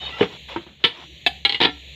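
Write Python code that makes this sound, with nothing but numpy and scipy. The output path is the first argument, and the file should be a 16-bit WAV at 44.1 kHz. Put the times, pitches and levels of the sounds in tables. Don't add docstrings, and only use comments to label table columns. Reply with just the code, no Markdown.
import sys
import numpy as np
from scipy import signal
from scipy.fft import rfft, irfft, next_fast_len
from scipy.io import wavfile
from scipy.ndimage import uniform_filter1d, minimum_filter1d, map_coordinates

SR = 44100
rng = np.random.default_rng(int(sys.argv[2]) if len(sys.argv) > 2 else 0)


def volts(x):
    e = np.asarray(x, float) / 20
    return 10 ** e


def materialize(psi):
    bounded = np.clip(np.atleast_2d(psi).T, -1, 1)
    quanta = np.round(bounded * 32767).astype(np.int16)
    wavfile.write(sys.argv[1], SR, quanta)


N = 85995

# f/Hz, level/dB, t60/s
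BAR_MODES = [(350, -24, .1), (807, -19, .18), (1362, -24, .12), (1680, -18, .12), (1949, -14, .07),
             (2187, -3, .07), (2353, -13, .09), (2864, -2, .06), (3050, -8, .06), (3280, -4, .075),
             (3569, -9, .07), (4030, -1, .055), (6444, -30, .035), (7720, -36, .036)]
# f/Hz, level/dB
STEEL_CLATTER = [(100, -12), (450, -3.5), (620, -16.5), (975, -5), (1220, -14.5), (3500, 4), (4400, -8.5),
                 (5700, -30.5), (15500, -51)]
# f/Hz, level/dB
GRIT_SPECTRUM = [(120, -31.5), (250, -6), (950, 0.5), (1500, -7.5), (3500, 1), (4500, -16.5), (5500, -22.5),
                 (15000, -68)]
STEEL_RISE_S, WOOD_RISE_S = .0008, .0024
STEEL_CRACK, WOOD_CRACK = 3.3, 1.5


def knocks():
    return bench_blows() + pin_and_key_blows() + bar_blows() + rattle() + small_touches()


def bench_blows():
    # f/Hz, level/dB, t60/s
    top_modes = [(210, -4, .06), (320, -3, .07), (410, 0, .085), (474, -1, .085), (764, -15, .12),
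                 (877, -17, .12), (2982, -16, .08)]
    # f/Hz, level/dB, t60/s
    edge_modes = [(337, 0, .11), (931, -6, .07), (1307, -15, .06), (1567, -21, .085), (2250, -24, .1),
                  (3095, -24, .14)]
    # f/Hz, level/dB
    wood_clatter = [(80, -12.5), (200, 1.5), (420, -5), (614, -12.5), (800, -12.5), (3460, -16),
                    (4900, -43.5), (15500, -79.5)]
    # t/s, ring level/dB, clatter level/dB, clatter t60/s
    thuds = [
        (.2095, -7.5, -13, 0.089),
        (.2255, -36, -12, 0.076),
    ]
    # t/s, ring level/dB, clatter level/dB, clatter t60/s
    taps = [
        (.5615, -14, -25.5, 0.12),
        (.665, -42, -44, 0.29),
    ]
    on_top = strike(thuds, top_modes, wood_clatter, WOOD_RISE_S, WOOD_CRACK)
    on_edge = strike(taps, edge_modes, wood_clatter, WOOD_RISE_S / 2, WOOD_CRACK)
    return on_top + on_edge


def pin_and_key_blows():
    # f/Hz, level/dB, t60/s
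    pin_modes = [(332, -11, .14), (474, -13, .12), (930, -13, .1), (1340, -9, .07), (1760, -9, .096),
                 (1965, -13, .1), (2250, -15, .09), (2984, 1, .13), (3068, -13, .14), (3150, -9, .11),
                 (3418, -10, .17), (3531, -6, .12), (3706, -11, .12), (8969, -46, .17)]
    # f/Hz, level/dB, t60/s
    key_modes = [(700, -6, .065), (750, -19, .2), (797, -23, .2), (1744, -6, .05), (2256, -9, .065),
                 (2625, 0, .062), (3488, -4, .055), (3790, -3, .03), (4120, -4, .04), (4737, -24, .11),
                 (6702, -28, .085), (8974, -35, .085), (11500, -37, .075), (14360, -43, .09)]
    # f/Hz, level/dB
    pin_top = [(8000, -42.5), (12500, -43.5), (15500, -57)]
    # f/Hz, level/dB
    key_top = [(8000, -30), (12500, -40.5), (15500, -54)]
    # t/s, ring level/dB, clatter level/dB, clatter t60/s
    pin_hits = [
        (.8383, -55, -27, 0.021),
        (.8397, -10, -7.5, 0.045),
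        (.8475, -28, -7.5, 0.032),
        (.8503, -15.5, -16, 0.13),
    ]
    # t/s, ring level/dB, clatter level/dB, clatter t60/s
    key_hits = [
        (1.2637, -9, -14, 0.05),
        (1.268, -46.5, -15, 0.065),
    ]
    return steel_blows(pin_hits, pin_modes, pin_top) + steel_blows(key_hits, key_modes, key_top)


def bar_blows():
    # f/Hz, level/dB, t60/s
    rebound_modes = [(810, -17, .09), (1965, -11, .09), (2191, -10, .09), (2900, -5, .05), (3214, -1, .05),
                     (4080, -1, .045), (4360, -7, .04), (5200, -27, .04), (6438, -35, .04),
                     (10000, -44, .04), (11700, -42, .035)]
    # f/Hz, level/dB, t60/s
    settling_modes = [(1994, -4, .09), (2127, -5, .09), (2872, 0, .11), (2969, -4, .1), (3243, -5, .08),
                      (4130, -8, .06)]
    # f/Hz, level/dB
    first_top = [(8000, -31.5), (12000, -37.5), (15500, -56.5)]
    # f/Hz, level/dB
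    later_top = [(8000, -35), (12000, -55), (15500, -72)]
    # t/s, ring level/dB, clatter level/dB, clatter t60/s
    first_bounce = [
        (1.4503, -7, -18, 0.12),
    ]
    # t/s, ring level/dB, clatter level/dB, clatter t60/s
    rebounds = [
        (1.4945, -14.5, -20, 0.092),
        (1.5228, -19, -22.5, 0.087),
    ]
    # t/s, ring level/dB, clatter level/dB, clatter t60/s
    settle = [
        (1.5448, -20.5, -22, 0.11),
    ]
    drop = steel_blows(first_bounce, BAR_MODES, first_top)
    back = steel_blows(rebounds, rebound_modes, later_top)
    rest = steel_blows(settle, settling_modes, later_top)
    return drop + back + rest


def rattle():
    # f/Hz, level/dB, t60/s
    held_modes = [(144, -14.5, 0.23), (291, -7.5, 0.24), (483, -10, 0.067), (746, -12, 0.18),
                  (938, -4.5, 0.038), (1360, -14.5, 0.23), (1778, -6.5, 0.093), (2140, -14, 0.16),
                  (2490, -8.5, 0.053), (2830, -14, 0.09), (3300, -6, 0.034), (3450, -7.5, 0.18),
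                  (3880, -2, 0.029), (9500, -44, 0.027)]
    # f/Hz, level/dB
    rattle_top = [(8000, -44), (12000, -51), (15500, -68)]
    # t/s, ring level/dB, clatter level/dB, clatter t60/s
    contacts = [(1.6027, -19.5, -16, 0.053), (1.606, -22.5, -31, 0.051), (1.6115, -15, -12, 0.018),
                (1.614, -10.5, -22.5, 0.09), (1.6175, -24.5, -0.5, 0.0094), (1.6195, -22, -15, 0.0078),
                (1.6225, -21, -17.5, 0.028), (1.6252, -24.5, -8.5, .04), (1.633, -20.5, -31, 0.062),
                (1.6355, -21.5, -6.5, .02), (1.6378, -35, -25.5, 0.036), (1.6412, -26.5, -13, 0.051),
                (1.647, -14.5, -20, 0.02), (1.65, -20.5, -10, 0.022), (1.6533, -12, -12.5, 0.018),
                (1.6557, -18, -11.5, 0.023), (1.6585, -18.5, -15.5, 0.018), (1.661, -24, -28, 0.028),
                (1.664, -21.5, -25.5, 0.027), (1.669, -21, -19.5, 0.025), (1.6712, -19.5, -32.5, 0.017),
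                (1.68, -23, -37, 0.03), (1.687, -27, -37.5, 0.047), (1.694, -28, -35, 0.058)]
    spectrum = STEEL_CLATTER[:-1] + rattle_top
    return strike(contacts, held_modes, spectrum, STEEL_RISE_S, crack=2.5, choked=True)


def small_touches():
    # f/Hz, level/dB
    nick_spectrum = [(300, -22), (1500, 0.5), (3600, -3), (4600, -23), (7500, -36.5), (9500, -35),
                     (11500, -24), (13500, -43)]
    # t/s, ring level/dB, clatter level/dB, clatter t60/s
    nicks = [
        (.2105, -90, -38, .05),
        (.4855, -90, -37, .05),
        (.491, -90, -38, .05),
    ]
    # t/s, ring level/dB, clatter level/dB, clatter t60/s
    nudges = [
        (.951, -90, -41, .06),
        (.974, -90, -40, .06),
        (1.0, -90, -41, .08),
        (1.02, -90, -43, .1),
    ]
    nicking = strike(nicks, BAR_MODES, nick_spectrum, WOOD_RISE_S, WOOD_CRACK)
    nudging = strike(nudges, BAR_MODES, GRIT_SPECTRUM, WOOD_RISE_S, WOOD_CRACK)
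    return nicking + nudging


def steel_blows(contacts, modes, treble):
    return strike(contacts, modes, STEEL_CLATTER[:-1] + treble, STEEL_RISE_S, STEEL_CRACK)


def strike(contacts, modes, spectrum, rise, crack, choked=False):
    scatter_db, choke_t60 = 1.5, .035
    out = np.zeros(N + SR)
    t = np.arange(SR // 2) / SR
    hz, level, t60 = np.transpose(modes)[..., None]
    sign = (-1.) ** np.arange(len(hz))[:, None]
    next_contacts = contacts[1:] + [(N / SR + 1,)]
    for (s, ring_db, clatter_db, fade), (after, *_) in zip(contacts, next_contacts):
        chance_db = scatter_db * rng.standard_normal(hz.shape)
        fading = volts(level + chance_db - 60 * t / t60)
        ring = np.sum(sign * fading * np.sin(2 * np.pi * hz * t), axis=0)
        ring = ring * volts(-60 * choked * np.maximum(t + s - after, 0) / choke_t60)
        ring = ring * np.sin(np.pi / 2 * np.minimum(t / rise, 1)) ** 2
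        force = rng.standard_normal(len(t)) * volts(-60 * t / fade) * np.minimum(t / rise, 1)
        force[round(rise * SR)] += crack
        clatter = coloured(force, spectrum)
        start = round(s * SR - rise * SR / 2)
        out[start:][:len(t)] += volts(ring_db) * ring + volts(clatter_db) * clatter
    return out[:N]


def scrape():
    # t/s, length/s, level/dB, fall over the stroke/dB
    strokes = [
        (0, .13, -36.5, 1),
        (0.12, 0.075, -43, -4),
        (0.176, 0.075, -32, -2),
        (0.225, 0.13, -54.5, -17.5),
        (0.477, 0.094, -35, 4.5),
        (0.597, 0.036, -46.5, -4.5),
        (0.785, 0.042, -57.5, -12),
        (0.857, 0.2, -45.5, -2.5),
        (1.275, 0.053, -57, 15),
    ]
    grains_per_s, spread_db = 4000, 2.5
    t = np.arange(N) / SR
    when, side, size = rng.random((3, N))
    grains = (when < grains_per_s / SR) * np.sign(side - .5) * volts(-spread_db * np.log(size + 1e-3))
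    push = 0
    for s, length, db, fall_db in strokes:
        push = push + volts(db - fall_db * (t - s) / length) * held(s, length, edge=.023)
    rough = volts(0.34 * wobble(71))
    return push * hiss(grains * rough, GRIT_SPECTRUM, patchy_db=3, size=2)


def singing():
    # t/s, length/s, f/Hz, level/dB
    tones = [
        (0, .09, 3700, -34),
        (0, .085, 3020, -36),
        (.03, .06, 4335, -47),
        (.1, .07, 2800, -39),
        (.11, .09, 1968, -40),
        (.125, .06, 1348, -41),
        (.495, .04, 1000, -49),
        (.5, .045, 535, -49),
        (.888, .28, 332, -54),
    ]
    width_hz = 70
    t = np.arange(N) / SR
    out = np.zeros(N)
    for s, length, hz, db in tones:
        fuzzy = wobble(width_hz) * np.sin(2 * np.pi * hz * t) + wobble(width_hz) * np.cos(2 * np.pi * hz * t)
        out += volts(db) * held(s, length, length / 4) * fuzzy
    return out


def wall(x):
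    t = np.arange(SR // 2) / SR
    tail = rng.standard_normal(len(t)) * volts(-60 * t / .27) * (t > .006)
    return signal.fftconvolve(x, tail / np.linalg.norm(tail))[:N]


def chirping():
    # t/s, length/s, f/Hz, level/dB
    calls = [
        (.135, .05, 5300, -63),
        (.22, .14, 5650, -64),
        (.94, .24, 5850, -64),
        (1.34, .12, 6050, -70),
        (1.7, .06, 5750, -62),
    ]
    t = np.arange(N) / SR
    beat = 1 + .45 * np.sin(2 * np.pi * 28 * t + wobble(6.5))
    out = np.zeros(N)
    for s, length, hz, db in calls:
        tone = np.sin(2 * np.pi * hz * t + 3.8 * wobble(80))
        out += volts(db) * beat * held(s, length, length / 5) * tone
    return out


def motor():
    # f/Hz, level/dB
    hum_tones = [(67, -52.5), (135, -63)]
    drift, swing_db = .015, 2.5
    turn = 2 * np.pi * np.cumsum(1 + drift * wobble(5.9)) / SR
    return sum(volts(db + swing_db * wobble(68)) * np.sin(hz * turn) for hz, db in hum_tones)


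def yard():
    # f/Hz, level/dB
    insects = [(1200, -70), (1700, -13.5), (2250, -4.5), (3300, -0.5), (4050, -2.5), (5100, -32.5),
               (6950, -16), (8000, -32.5)]
    # f/Hz, level/dB
    rumble = [(25, -43), (47, -21), (69, 9), (103, -19), (135, -1.5), (300, -20), (500, -18), (1400, -38)]
    # f/Hz, level/dB
    top_hiss = [(8300, -24), (10600, -23), (11200, -0.5), (11900, 3), (12700, -10), (13900, 2), (15000, -5),
                (15600, -13.5)]
    # t/s, gain/dB
    phone_gain = [(0, 2), (.45, 2), (.62, -1.5), (.7, -5.5), (.83, -9), (.97, -3.5), (1.05, -1.5),
                  (1.36, 2.5), (1.44, -2.5), (1.95, 3)]
    white = rng.standard_normal((3, N))
    noise = volts(-46.5) * hiss(white[0], insects, patchy_db=.8)
    noise += volts(-49) * hiss(white[1], rumble, patchy_db=1.2)
    noise += volts(-76.5) * hiss(white[2], top_hiss, patchy_db=1)
    return volts(curve(phone_gain)) * (noise + motor())


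def hiss(source, spectrum, patchy_db, size=5):
    z = signal.stft(source, nperseg=512, noverlap=384)[2]
    across_pitch = uniform_filter1d(rng.standard_normal(z.shape), size, axis=0)
    patches = unit(uniform_filter1d(across_pitch, 16, axis=1))
    patchy = signal.istft(z * volts(patchy_db * patches), nperseg=512, noverlap=384)[1][:N]
    return unit(coloured(patchy, spectrum))


def coloured(x, points):
    m = 2 * next_fast_len(len(x) // 2 + 4096)
    f, db = np.transpose([(1, -90)] + list(points) + [(SR / 2, -110)])
    gain = volts(np.interp(np.log(np.fft.rfftfreq(m, 1 / SR) + 1), np.log(f), db))
    cepstrum = irfft(np.log(gain / np.sqrt(np.mean(gain ** 2))), m)
    cepstrum[1:m // 2] *= 2
    cepstrum[m // 2 + 1:] = 0
    return irfft(rfft(x, m) * np.exp(rfft(cepstrum)), m)[:len(x)]


def held(s, length, edge):
    t = np.arange(N) / SR - s
    return np.clip(np.minimum(t, (length + edge - t) / 2) / edge, 0, 1)


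def wobble(rate):
    return map_coordinates(rng.standard_normal(int(N * rate / SR) + 4), [np.arange(N) * rate / SR])


def curve(rows):
    rows = np.asarray(rows, float)
    return np.interp(np.arange(N) / SR, rows[:, 0], rows[:, 1])


def unit(x):
    return x / np.sqrt(np.mean(x ** 2) + 1e-20)


def scene():
    near = knocks()
    echo = volts(-16.5) * wall(near)
    return (near + echo + scrape() + singing() + yard() + chirping())[None]


def roll_off(x):
    return signal.sosfilt(signal.butter(12, 15690, fs=SR, output="sos"), x)


def record(dry):
    ceiling, look_ahead = .82, 88
    x = signal.sosfilt(signal.butter(2, 55.6, "high", fs=SR, output="sos"), dry)
    need = minimum_filter1d(np.minimum(1, ceiling / (np.abs(x) + 1e-9)), 2 * look_ahead)
    mix = x * uniform_filter1d(need, look_ahead)
    return roll_off(mix)


dry = scene()
out = record(dry)
materialize(out)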